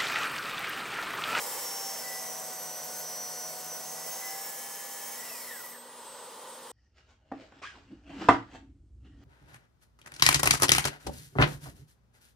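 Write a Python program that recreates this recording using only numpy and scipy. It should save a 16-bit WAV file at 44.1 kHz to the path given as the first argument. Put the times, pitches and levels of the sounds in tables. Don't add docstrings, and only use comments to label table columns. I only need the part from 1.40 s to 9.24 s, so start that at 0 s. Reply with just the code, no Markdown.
import sys
import numpy as np
from scipy import signal
from scipy.fft import rfft, irfft
from scipy.io import wavfile
from scipy.ndimage import map_coordinates

SR = 44100
rng = np.random.default_rng(int(sys.argv[2]) if len(sys.argv) > 2 else 0)


def log_audio(samples):
    frames = np.atleast_2d(samples).T
    limited = np.clip(frames, -1, 1)
    pcm = np.round(limited * 32767).astype(np.int16)
    wavfile.write(sys.argv[1], SR, pcm)


N = 345744
T = np.arange(N) / SR
HZ = np.fft.rfftfreq(N, 1 / SR)

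IDLE_HZ, LOADED_HZ = 400.4, 380.6
GEAR = 8 / 37
BRAKE_S, MACHINES_END_S = 3.76, 5.317


def amp(db):
    return np.exp(np.asarray(db) * (np.log(10) / 20))


def unit(x):
    return x / np.sqrt(np.mean(x ** 2) + 1e-20)


def read(points, hz):
    f, value = np.transpose(points)
    return np.interp(np.log(hz + 1), np.log(f), value)


def curves(rows):
    s, *columns = np.transpose(rows)
    return [np.interp(T, s, c) for c in columns]


def wander(rate_hz):
    coarse = N // 8
    hz = HZ[:coarse // 2 + 1]
    lowpass = np.exp(-(hz / rate_hz) ** 2)
    slow = irfft(rfft(rng.standard_normal(coarse)) * lowpass, coarse)
    return unit(np.interp(T, np.linspace(0, T[-1], coarse), slow))


def noise(spectrum, ripple_db=0):
    # frequency in Hz, left-right coherence from 0 to 1
    likeness = [(130, 0.99), (300, 0.99), (600, 0.99), (1400, 0.7), (3000, 0.94), (6000, 0.51), (14000, 1)]
    a, b = rfft(rng.standard_normal((2, N)))
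    same = read(likeness, HZ)
    knots = np.arange(0, SR / 2, 45)
    ripple = np.interp(HZ, knots, rng.standard_normal(len(knots)))
    ripple *= np.minimum(HZ / 1500, 1)
    colour = amp(read(spectrum, HZ) + ripple_db * ripple) * np.sqrt(SR / 2)
    right = same * a + np.sqrt(1 - same ** 2) * b
    return irfft(np.array([a, right]) * colour, N)


def resonate(x, hz, width):
    turn = np.exp(2j * np.pi * np.cumsum(hz * np.ones(N)) / SR)
    r = np.exp(-np.pi * width / SR)
    return 2 * (turn * signal.lfilter([1 - r], [1, -r], x / turn + 1e-18)).real


def tone(turns, db, flutter=.3, rate_hz=22):
    knots = rng.standard_normal(size=(2, 4000))
    a, b = (np.interp(T * rate_hz, np.arange(len(k)), k) for k in knots)
    angle = 2 * np.pi * (turns % 1).astype(np.float32)
    line = (1 + flutter * a) * np.sin(angle) + flutter * b * np.cos(angle)
    return np.sqrt(2 / (1 + flutter ** 2)) * amp(db) * line


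def room(x):
    # frequency in Hz, time to fall by 60 dB in seconds
    decay_times = [(100, 0.42), (300, 0.23), (700, 0.235), (1500, 0.265), (3500, 0.26), (8000, 0.24),
                   (15000, 0.16)]
    taps = rng.standard_normal((2, SR)) * (rng.random((2, SR)) < .1)
    taps[:, :300] = 0
    hz, t, z = signal.stft(taps, SR, nperseg=256)
    same = 1 / (1 + (hz / 550) ** 2)[:, None]
    z[1] = same * z[0] + np.sqrt(1 - same ** 2) * z[1]
    decay = amp(-60 * t / read(decay_times, hz)[:, None])
    tail = signal.istft(z * decay, SR, nperseg=256)[1]
    return signal.fftconvolve(np.atleast_2d(x), tail / np.linalg.norm(tail[0]), axes=1)[:, :N]


def swell(s, rise, fall):
    return np.exp(-np.maximum((s - T) / rise, (T - s) / fall))


def flare(s, length):
    return np.exp(-(2 * (T - s) / length) ** 2)


def envelope(start, attack, hold, release):
    age = T - start
    return np.clip(age / attack, 0, 1) * np.exp(-np.maximum(age - attack - hold, 0) / release)


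def drift(x, db, width_hz, length_s):
    z = signal.stft(x, nperseg=1024)[2]
    rows, columns = np.indices(z.shape[1:])
    places = [rows * SR / 1024 / width_hz, columns * 512 / SR / length_s]
    patches = map_coordinates(rng.standard_normal((600, 600)), places, order=1, mode="wrap")
    gain = amp(db * unit(patches))
    return signal.istft(z * unit(gain), nperseg=1024)[1][:, :N]


def shaft_speed():
    # time in seconds, motor shaft speed in Hz before braking
    speed_points = [(.12, 404.5), (.26, 397.6), (.66, 381.8), (.86, 376.5), (1.06, 374.7), (1.26, 372.2),
                    (1.7, 368.3), (2.06, 368.2), (2.46, 372.8), (3.06, 394.9), (3.26, 398.3), (3.66, 401.2)]
    stopping_s, bend = .77, 1.15
    stopped = np.clip((T - BRAKE_S) / stopping_s, 0, 1)
    return curves(speed_points)[0] * (1 - stopped ** bend)


def whine_db(hz):
    # centre in Hz, width in Hz between the points 6 dB down, peak in relative dB
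    resonances = [(747, 61, -54.5), (780.8, 15, -50.5), (822, 40, -52.5), (1966, 41, -52.5),
                  (1998, 140, -58.5)]
    floor_db = -80.5
    grid = np.arange(0, 7000, 2)
    power = amp(floor_db) ** 2
    for centre, width, db in resonances:
        power = power + amp(db) ** 2 / (1 + ((grid - centre) / width * 2) ** 2) ** 2
    return np.interp(hz, grid, 10 * np.log10(power))


def saw_tones(shaft_hz, load):
    # multiple of the shaft or blade speed (rounded to a whole number),
    # level idling and level under load in relative dB
    motor_orders = [(4, -74, -63.5), (32, -63, -67.5)]
    blade_orders = [(2, -76, -67.5), (8, -74, -58.5), (22, -62.5, -92), (26, -65, -76), (36, -65, -75),
                    (78.5, -66.5, -58.5), (82, -69.5, -63.5), (142, -67, -61)]
    # time in seconds, relative dB
    gear_sing = [(.3, -65), (.8, -76), (2.7, -76), (2.9, -61), (3.1, -57), (3.5, -61)]
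    deep_sing = [(.3, -74), (.65, -58), (.9, -74), (1.3, -63), (2, -61), (2.5, -66), (2.72, -60), (3, -82)]
    lower_sing = [(.08, -62), (.22, -52), (.32, -46), (.6, -50), (.68, -64), (1.4, -68), (1.7, -56),
                  (2.12, -58), (2.45, -63), (2.64, -58), (3.05, -53), (3.18, -68)]
    tooth_sing = [(.7, -70), (.92, -51), (1.15, -66), (1.3, -57), (1.52, -53), (1.65, -70), (2.2, -70),
                  (2.56, -56), (2.75, -72), (3.3, -61), (3.7, -59)]
    upper_sing = [(.15, -68), (.24, -56), (.41, -49), (.58, -50), (.64, -61), (.8, -53), (.95, -52),
                  (1.12, -56), (1.28, -50), (1.41, -50), (1.55, -66), (1.67, -47), (2.07, -46), (2.15, -56),
                  (2.23, -57), (2.32, -48), (2.47, -51), (2.63, -62), (2.74, -53), (2.92, -52), (3.03, -72),
                  (3.22, -61), (3.55, -68), (3.73, -57)]
    shrill_sing = [(.1, -56), (.35, -58), (.5, -51), (.75, -57), (1, -70), (2.7, -68), (3.05, -59),
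                   (3.4, -68)]
    # time in seconds, relative dB
    gullet = [(.1, -56), (.5, -66), (1.1, -59), (1.3, -50), (1.9, -56), (2.3, -60), (2.85, -52), (3.1, -56),
              (3.3, -68)]
    # multiple of the blade speed, relative dB, attack, hold and
    # release in seconds
    brake_tones = [(2, -75, .04, .1, .03), (9, -59.5, 0.14, 0.068, .03), (36, -57.5, 0.28, 0.19, 0.024),
                   (72, -61.5, .06, 0.3, 0.04)]
    teeth = 24
    rough_hz = 6140

    motor = np.cumsum(shaft_hz * (1 + 0.000369 * wander(rate_hz=12.4))) / SR
    blade = motor * GEAR
    out = tone(2 * motor, whine_db(2 * shaft_hz), flutter=0.1)
    tooth_db = whine_db(teeth * GEAR * shaft_hz) + 1.5 * wander(rate_hz=5.2) - 5.5
    out += tone(teeth * blade, tooth_db, flutter=0.2, rate_hz=30)
    singing = ((20 * GEAR, gear_sing), (12, deep_sing), (14, lower_sing),
               (3 * teeth * GEAR, tooth_sing), (16, upper_sing), (35, shrill_sing))
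    for order, level in singing:
        out += tone(order * motor, curves(level)[0], flutter=0.22, rate_hz=30)
    for ratio, rows in ((1, motor_orders), (GEAR, blade_orders)):
        for order, idle_db, load_db in rows:
            multiple = round(order) * ratio
            unrest = min(multiple * IDLE_HZ / rough_hz, 1)
            db = idle_db + load * (load_db - idle_db) - 1 + unrest * 3 * wander(rate_hz=4.6)
            out += tone(multiple * motor, db, flutter=0.13 + 0.9 * unrest)
    gullet_db = curves(gullet)[0] + 2 * wander(rate_hz=9)
    out += tone(160 * blade, gullet_db, flutter=1, rate_hz=60)
    out *= np.exp(-np.maximum(T - BRAKE_S, 0) / 0.016)
    for order, db, attack, hold, release in brake_tones:
        radiated = np.minimum(order * GEAR * shaft_hz / 150, 1) ** 4
        wavering_db = db + 1.5 * wander(rate_hz=20)
        gear_tone = tone(round(order) * blade, wavering_db, flutter=1.6, rate_hz=4 * order)
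        out += radiated * envelope(BRAKE_S, attack, hold, release) * gear_tone
    return amp(5) * out + amp(-22) * room(out)


def squeals(shaft_hz):
    # time in seconds, pitch in Hz, level in dB, length in seconds
    squeal_rows = [(.04, 10560, -52, .16), (.73, 5110, -49, .15), (.78, 5460, -49, .16),
                   (.96, 5425, -56, .3), (.77, 11330, -53, .16), (.76, 11905, -52, .2),
                   (3.16, 13400, -53, .16), (.73, 1975, -47, .25), (2.87, 2015, -48, .2)]
    chirp_s, chirp_db, chirp_length_s = 4.355, -53, .06
    out = sum(tone(hz * T, db, flutter=0.37) * flare(s, length) for s, hz, db, length in squeal_rows)
    gear_turns = 79 * GEAR * np.cumsum(shaft_hz) / SR
    chirp = tone(gear_turns, chirp_db, flutter=3.4, rate_hz=480)
    return out + flare(chirp_s, chirp_length_s) * chirp


def shimmer(speed, load):
    # pitch in Hz, level idling and level under load in dB at idle speed
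    blade_modes = [(6440, -62.5, -64.5), (9930, -65, -61), (11400, -56.5, -61.5), (13420, -57.5, -70),
                   (15640, -54.5, -58)]
    out = 0
    for hz, idle_db, load_db in blade_modes:
        db = idle_db + load * (load_db - idle_db) + 3.5 * wander(rate_hz=7.3)
        out = out + tone(hz * T, db, flutter=3, rate_hz=45)
    return speed * out


def blade_air(shaft_hz, speed, unevenness):
    # time in seconds, relative dB
    air_level = [(0.08, -42), (0.14, -41.5), (0.33, -42.5), (1.01, -45.5), (1.2, -46.5), (2.63, -47),
                 (2.68, -44), (3.48, -46.5), (3.75, -45)]
    # frequency in Hz, density in relative dB per Hz
    roar_colour = [(30, -51), (70, -26.5), (130, -0.5), (260, 0.5), (400, 2.5), (600, 10), (900, 10),
                   (1250, 6.5), (1900, 8), (2500, 4), (3600, 2), (5000, 3.5), (9000, -15.5)]
    hiss_colour = [(2500, -31.5), (4300, -12.5), (5400, 4.5), (6400, 2), (7500, 4.5), (9000, 1),
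                   (11000, 3.5), (13000, -5), (15500, -0.5)]
    sizzle_colour = [(8000, -36.5), (11500, -7), (12900, 2), (14400, -2), (15600, -6), (16400, -26)]
    roar_db, hiss_db, sizzle_db = -3, 5, -1
    roar_power, hiss_power = 0.61, 0.87
    stall_hz = 143
    flow = amp(curves(air_level)[0]) * np.minimum(shaft_hz / stall_hz, 1) ** 1.5
    roar = amp(roar_db) * speed ** roar_power * unit(noise(roar_colour, ripple_db=2))
    hiss = amp(hiss_db) * speed ** hiss_power * unit(noise(hiss_colour, ripple_db=2))
    sizzle = amp(sizzle_db) * unit(noise(sizzle_colour, ripple_db=1.5))
    treble = drift(hiss + sizzle, db=2, width_hz=70, length_s=.16) * unevenness
    return (roar + treble) * flow


def ringing_plate():
    plate_hz, width_hz, attack_s = 1951, 73, 0.056
    once = resonate(rng.standard_normal(N), plate_hz, width_hz)
    plate = unit(resonate(once, plate_hz, width_hz))
    jolt = amp(-47.5) * envelope(BRAKE_S, attack_s, hold=0, release=0.028)
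    sing = amp(-52) * envelope(BRAKE_S, attack_s, hold=0.4, release=0.13)
    return plate * (jolt + sing)


def saw():
    # frequency in Hz, density in dB per Hz at full load
    chip_colour = [(40, -130), (150, -94), (350, -90.5), (520, -75), (700, -83.5), (1050, -81.5),
                   (1500, -99.5), (3000, -105), (5800, -84.5), (12000, -105)]
    shaft_hz = shaft_speed()
    load = np.clip((IDLE_HZ - shaft_hz) / (IDLE_HZ - LOADED_HZ), 0, 1) * (T < BRAKE_S)
    speed = shaft_hz / IDLE_HZ
    blade_turns = np.cumsum(shaft_hz * GEAR) / SR
    unevenness = 1 + 0.017 * np.sin(2 * np.pi * blade_turns) + 0.07 * wander(rate_hz=41)
    air = blade_air(shaft_hz, speed, unevenness)
    chips = np.sqrt(load) * noise(chip_colour) * unevenness
    tones = saw_tones(shaft_hz, load) + squeals(shaft_hz) + shimmer(speed, load)
    return tones + air + chips + ringing_plate()


def extractor():
    # time in seconds, whistle in Hz, level in dB
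    whistle_points = [(0, 8140, -45.5), (.17, 8070, -44), (.3, 7990, -57), (.55, 7990, -56),
                      (.72, 8088, -48.5), (4.3, 8098, -52), (5.32, 8100, -50)]
    # time in seconds, gain in dB on the colour below
    rush_level = [(.15, 8), (.6, 2), (2, -0.5), (4.48, 1), (4.65, 4.5)]
    # frequency in Hz, density in dB per Hz before the rush gain
    rush_colour = [(30, -135), (120, -98), (250, -92), (370, -89), (490, -75.5), (700, -88), (960, -78),
                   (1250, -85), (1650, -90), (1880, -91), (2300, -95.5), (3200, -92.5), (6500, -95),
                   (15300, -100)]
    hz, whistle_db = curves(whistle_points)
    whistle = tone(np.cumsum(hz) / SR, whistle_db, flutter=0.26, rate_hz=39)
    hum = tone(240 * T, -64.5, flutter=0.35, rate_hz=12)
    hose = tone(1922 * T, -68, flutter=3, rate_hz=62)
    rush = amp(curves(rush_level)[0]) * noise(rush_colour, ripple_db=2)
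    return whistle + hum + hose + rush


def rumble():
    # frequency in Hz, density in relative dB per Hz
    rumble_colour = [(20, -36.5), (40, -9), (62, 3), (85, -5.5), (115, -7.5), (160, -20), (300, -24.5),
                     (600, -43), (2000, -55), (8000, -53), (15000, -77.5)]
    boom_colour = [(35, -42.5), (60, -13), (88, 6.5), (120, 4), (200, -20), (500, -56)]
    start_db, growth_db_per_s = -66.5, 6
    level = amp(start_db + growth_db_per_s * (T - MACHINES_END_S))
    boom = amp(-42) * envelope(6.89, attack=0.032, hold=0, release=0.034) * unit(noise(boom_colour))
    return level * unit(noise(rumble_colour)) + boom


def rubbing():
    # height in seconds, rise and fall in seconds, rasp in
    # relative dB, drumming of the table top in dB, resonance in Hz, its level in dB over the rasp
    strokes = [(5.46, 0.18, .04, -84, -98, 5200, 0), (5.584, 0.016, 0.019, -61.5, -98, 4600, -8),
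               (5.71, 0.054, 0.031, -66, -80, 5800, -12), (6.02, 0.071, 0.062, -59.5, -54.5, 600, 0),
               (6.19, 0.053, 0.022, -63, -62, 3300, -11), (6.35, 0.027, 0.13, -61.5, -59.5, 1000, -15),
               (6.521, 0.012, 0.029, -71, -40.5, 520, -0.5), (6.695, 0.024, 0.065, -63, -53, 2700, 1.5),
               (6.71, 0.034, .05, -69.5, -59.5, 760, 12.5), (6.82, 0.04, 0.086, -45.5, -33.5, 1350, -9),
               (7.156, 0.03, 0.015, -51, -48, 820, -2), (7.23, 0.041, 0.12, -84, -55, 700, 0),
               (7.658, 0.017, 0.036, -69.5, -50, 3000, -5), (7.84, 0.059, .05, -66, -53, 1900, -14)]
    # frequency in Hz, density in relative dB per Hz
    rasp_colour = [(150, 4.5), (520, 6.5), (770, 7.5), (1020, 1.5), (1420, 5.5), (1900, 1.5), (2400, 0.5),
                   (2900, 3.5), (3550, -3.5), (4600, -5), (5600, -8.5), (8000, -14), (10500, -40.5),
                   (15000, -28.5)]
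    drum_colour = [(100, -16), (200, -5), (250, -2.5), (278, 9.5), (320, -1.5), (420, -15), (600, -34),
                   (1500, -67.5)]
    scrape_colour = [(400, -30), (1200, 8), (2500, 10), (3600, 1.5), (6000, -1.0), (9000, -14), (12000, -49)]
    half_width = .13
    friction = unit(noise(rasp_colour))
    stir = noise([(100, 0), (15000, 0)])
    rasp, drum_gain = 0, 0
    for s, rise, fall, rasp_db, drum_db, ring_hz, ring_db in strokes:
        edges = ring_hz * np.array([1 - half_width, 1 + half_width])
        band = signal.butter(2, edges, "band", fs=SR, output="sos")
        resonance = amp(ring_db) * unit(signal.sosfilt(band, stir))
        stroke = swell(s, rise, fall)
        rasp = rasp + amp(rasp_db) * stroke * (friction + resonance)
        drum_gain = drum_gain + amp(drum_db) * stroke
    grain = unit(amp(2 * wander(rate_hz=400)))
    rasp = amp(3.5) * grain * drift(rasp, db=2.2, width_hz=220, length_s=.06)
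    drum = drum_gain * unit(noise(drum_colour))
    scrape = grain * unit(noise(scrape_colour))
    skid = amp(-45.5) * envelope(6.216, attack=0.011, hold=.018, release=0.047) * scrape
    return rasp + drum + skid + amp(-2.5) * room(rasp + skid)


def faint_ring():
    # height in seconds, rise and fall in seconds, relative dB
    touches = [(5.46, 0.1, .035, -76), (7.66, 0.014, 0.24, -74)]
    stir = rng.standard_normal(N)
    low, high = (unit(resonate(resonate(stir, hz, 160), hz, 160)) for hz in (1850, 3000))
    both = (low + amp(-12) * high) * unit(amp(3 * wander(rate_hz=25)))
    return sum(amp(db) * swell(s, rise, fall) for s, rise, fall, db in touches) * both


def ring(modes):
    t = np.arange(SR) / SR
    dying = sum(amp(db - 60 * t / t60) * np.sin(2 * np.pi * hz * t) for hz, db, t60 in modes)
    return dying * (1 - np.exp(-(t / 0.00063) ** 2))


def knocks():
    # pitch in Hz, relative dB, 60 dB decay in seconds
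    table_modes = [(117, -14, 0.36), (233, -14, 0.2), (272, 0, 0.25), (295, -3.5, 0.24), (336, -1, 0.21),
                   (389, -7, .12), (435, -7, 0.13), (596, -6, 0.12)]
    board_modes = [(710, -7.5, .1), (760, -7, 0.07), (920, -14, .06), (985, -9, .06), (1015, -3, 0.06),
                   (1205, -7, 0.05), (1351, -14, 0.07), (1526, -17, 0.07), (1820, -19, .08),
                   (2015, -18, 0.07), (2620, -21, 0.05), (2930, -27, 0.045), (3500, -22, 0.04)]
    top_modes = [(630, -3, .09), (675, -3, .08), (745, -4, .08), (790, -2, .09), (1170, -15, .07),
                 (1830, -16, .12), (1890, -20, .1)]
    # time in seconds, then table, board, table top and contact crack in relative dB
    blow_rows = [(5.916, -42.5, -53, -37, -48), (5.9201, -35.5, -56, -31, -48), (6.121, -55, -62, -62, -49),
                 (6.218, -61, -68, -68, -47), (6.361, -58, -69, -65, -61), (6.507, -62.5, -80, -66, -69),
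                 (6.821, -48.5, -53, -53, -38), (6.8864, -45, -3, -45, -12.5),
                 (6.8913, -17.5, -32, -37.5, -27)]
    # frequency in Hz, density in relative dB per Hz
    crack_colour = [(30, -46.5), (90, -11), (150, -11), (280, 7.5), (900, 6), (1400, 6.5), (1950, -2.5),
                    (2700, -7.5), (3600, -13), (4500, -16), (8000, -25), (10500, -48), (16000, -59.5)]
    rings = ring(table_modes), ring(board_modes), ring(top_modes)
    blows, crack = np.zeros((len(rings), N)), np.zeros(N)
    for s, table_db, board_db, top_db, crack_db in blow_rows:
        at = round(s * SR)
        blows[:, at] += amp([table_db, board_db, top_db])
        age = T[:N - at]
        crack[at:] += amp(crack_db) * np.exp(-age / 0.0085) * (1 - np.exp(-age / 0.00019))
    body = sum(signal.oaconvolve(b, r)[:N] for b, r in zip(blows, rings))
    crack = crack * unit(noise(crack_colour))
    return body + crack + amp(-12) * room(body) + amp(-2.5) * room(crack)


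def squeak():
    # time in seconds, slips per second, relative dB
    slip_points = [(6.215, 450, -90), (6.22, 480, -53), (6.228, 700, -56), (6.233, 1050, -48),
                   (6.24, 1170, -41), (6.248, 1240, -44), (6.256, 1550, -40), (6.266, 1600, -47),
                   (6.275, 1690, -42), (6.285, 1600, -53), (6.345, 1450, -63), (6.36, 950, -55),
                   (6.385, 650, -62), (6.41, 600, -95)]
    # multiple of the slip rate, relative dB
    harmonics = [(1, 4), (2, -4), (3, -15)]
    hz, db = curves(slip_points)
    turns = np.cumsum(hz * (1 + .05 * wander(rate_hz=400))) / SR
    slips = unit(sum(amp(part_db) * np.sin(2 * np.pi * round(k) * turns) for k, part_db in harmonics))
    grain = unit(amp(3 * wander(rate_hz=320)))
    sounding = (T > slip_points[0][0]) * (T < slip_points[-1][0])
    out = amp(db) * slips * grain * sounding
    return amp(-0.5) * out + amp(-6) * room(out)


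def scene():
    running = np.clip((MACHINES_END_S - T) / .002 + .5, 0, 1)
    machines = saw() + extractor()
    handling = rumble() + rubbing() + faint_ring() + knocks() + squeak()
    return running * machines + (1 - running) * handling


def record(dry):
    # frequency in Hz, lag of the right port in radians
    port_lag = [(1500, 0), (5000, 0.51), (9000, 0.7), (13400, 1.66), (16000, 1.5)]
    low_cut_hz, edge_hz = 38, 15780
    dry = signal.sosfilt(signal.butter(3, low_cut_hz, "high", fs=SR, output="sos"), dry)
    left = amp(-1.83) * np.ones(len(HZ))
    right = amp(-1.6) * np.exp(-1j * read(port_lag, HZ))
    ports = irfft(rfft(dry) * np.array([left, right]), N)
    band_limit = signal.firwin(801, edge_hz, window=("kaiser", 8), fs=SR)
    return signal.oaconvolve(ports, band_limit[None], "same")


dry = scene()
out = record(dry)
log_audio(out)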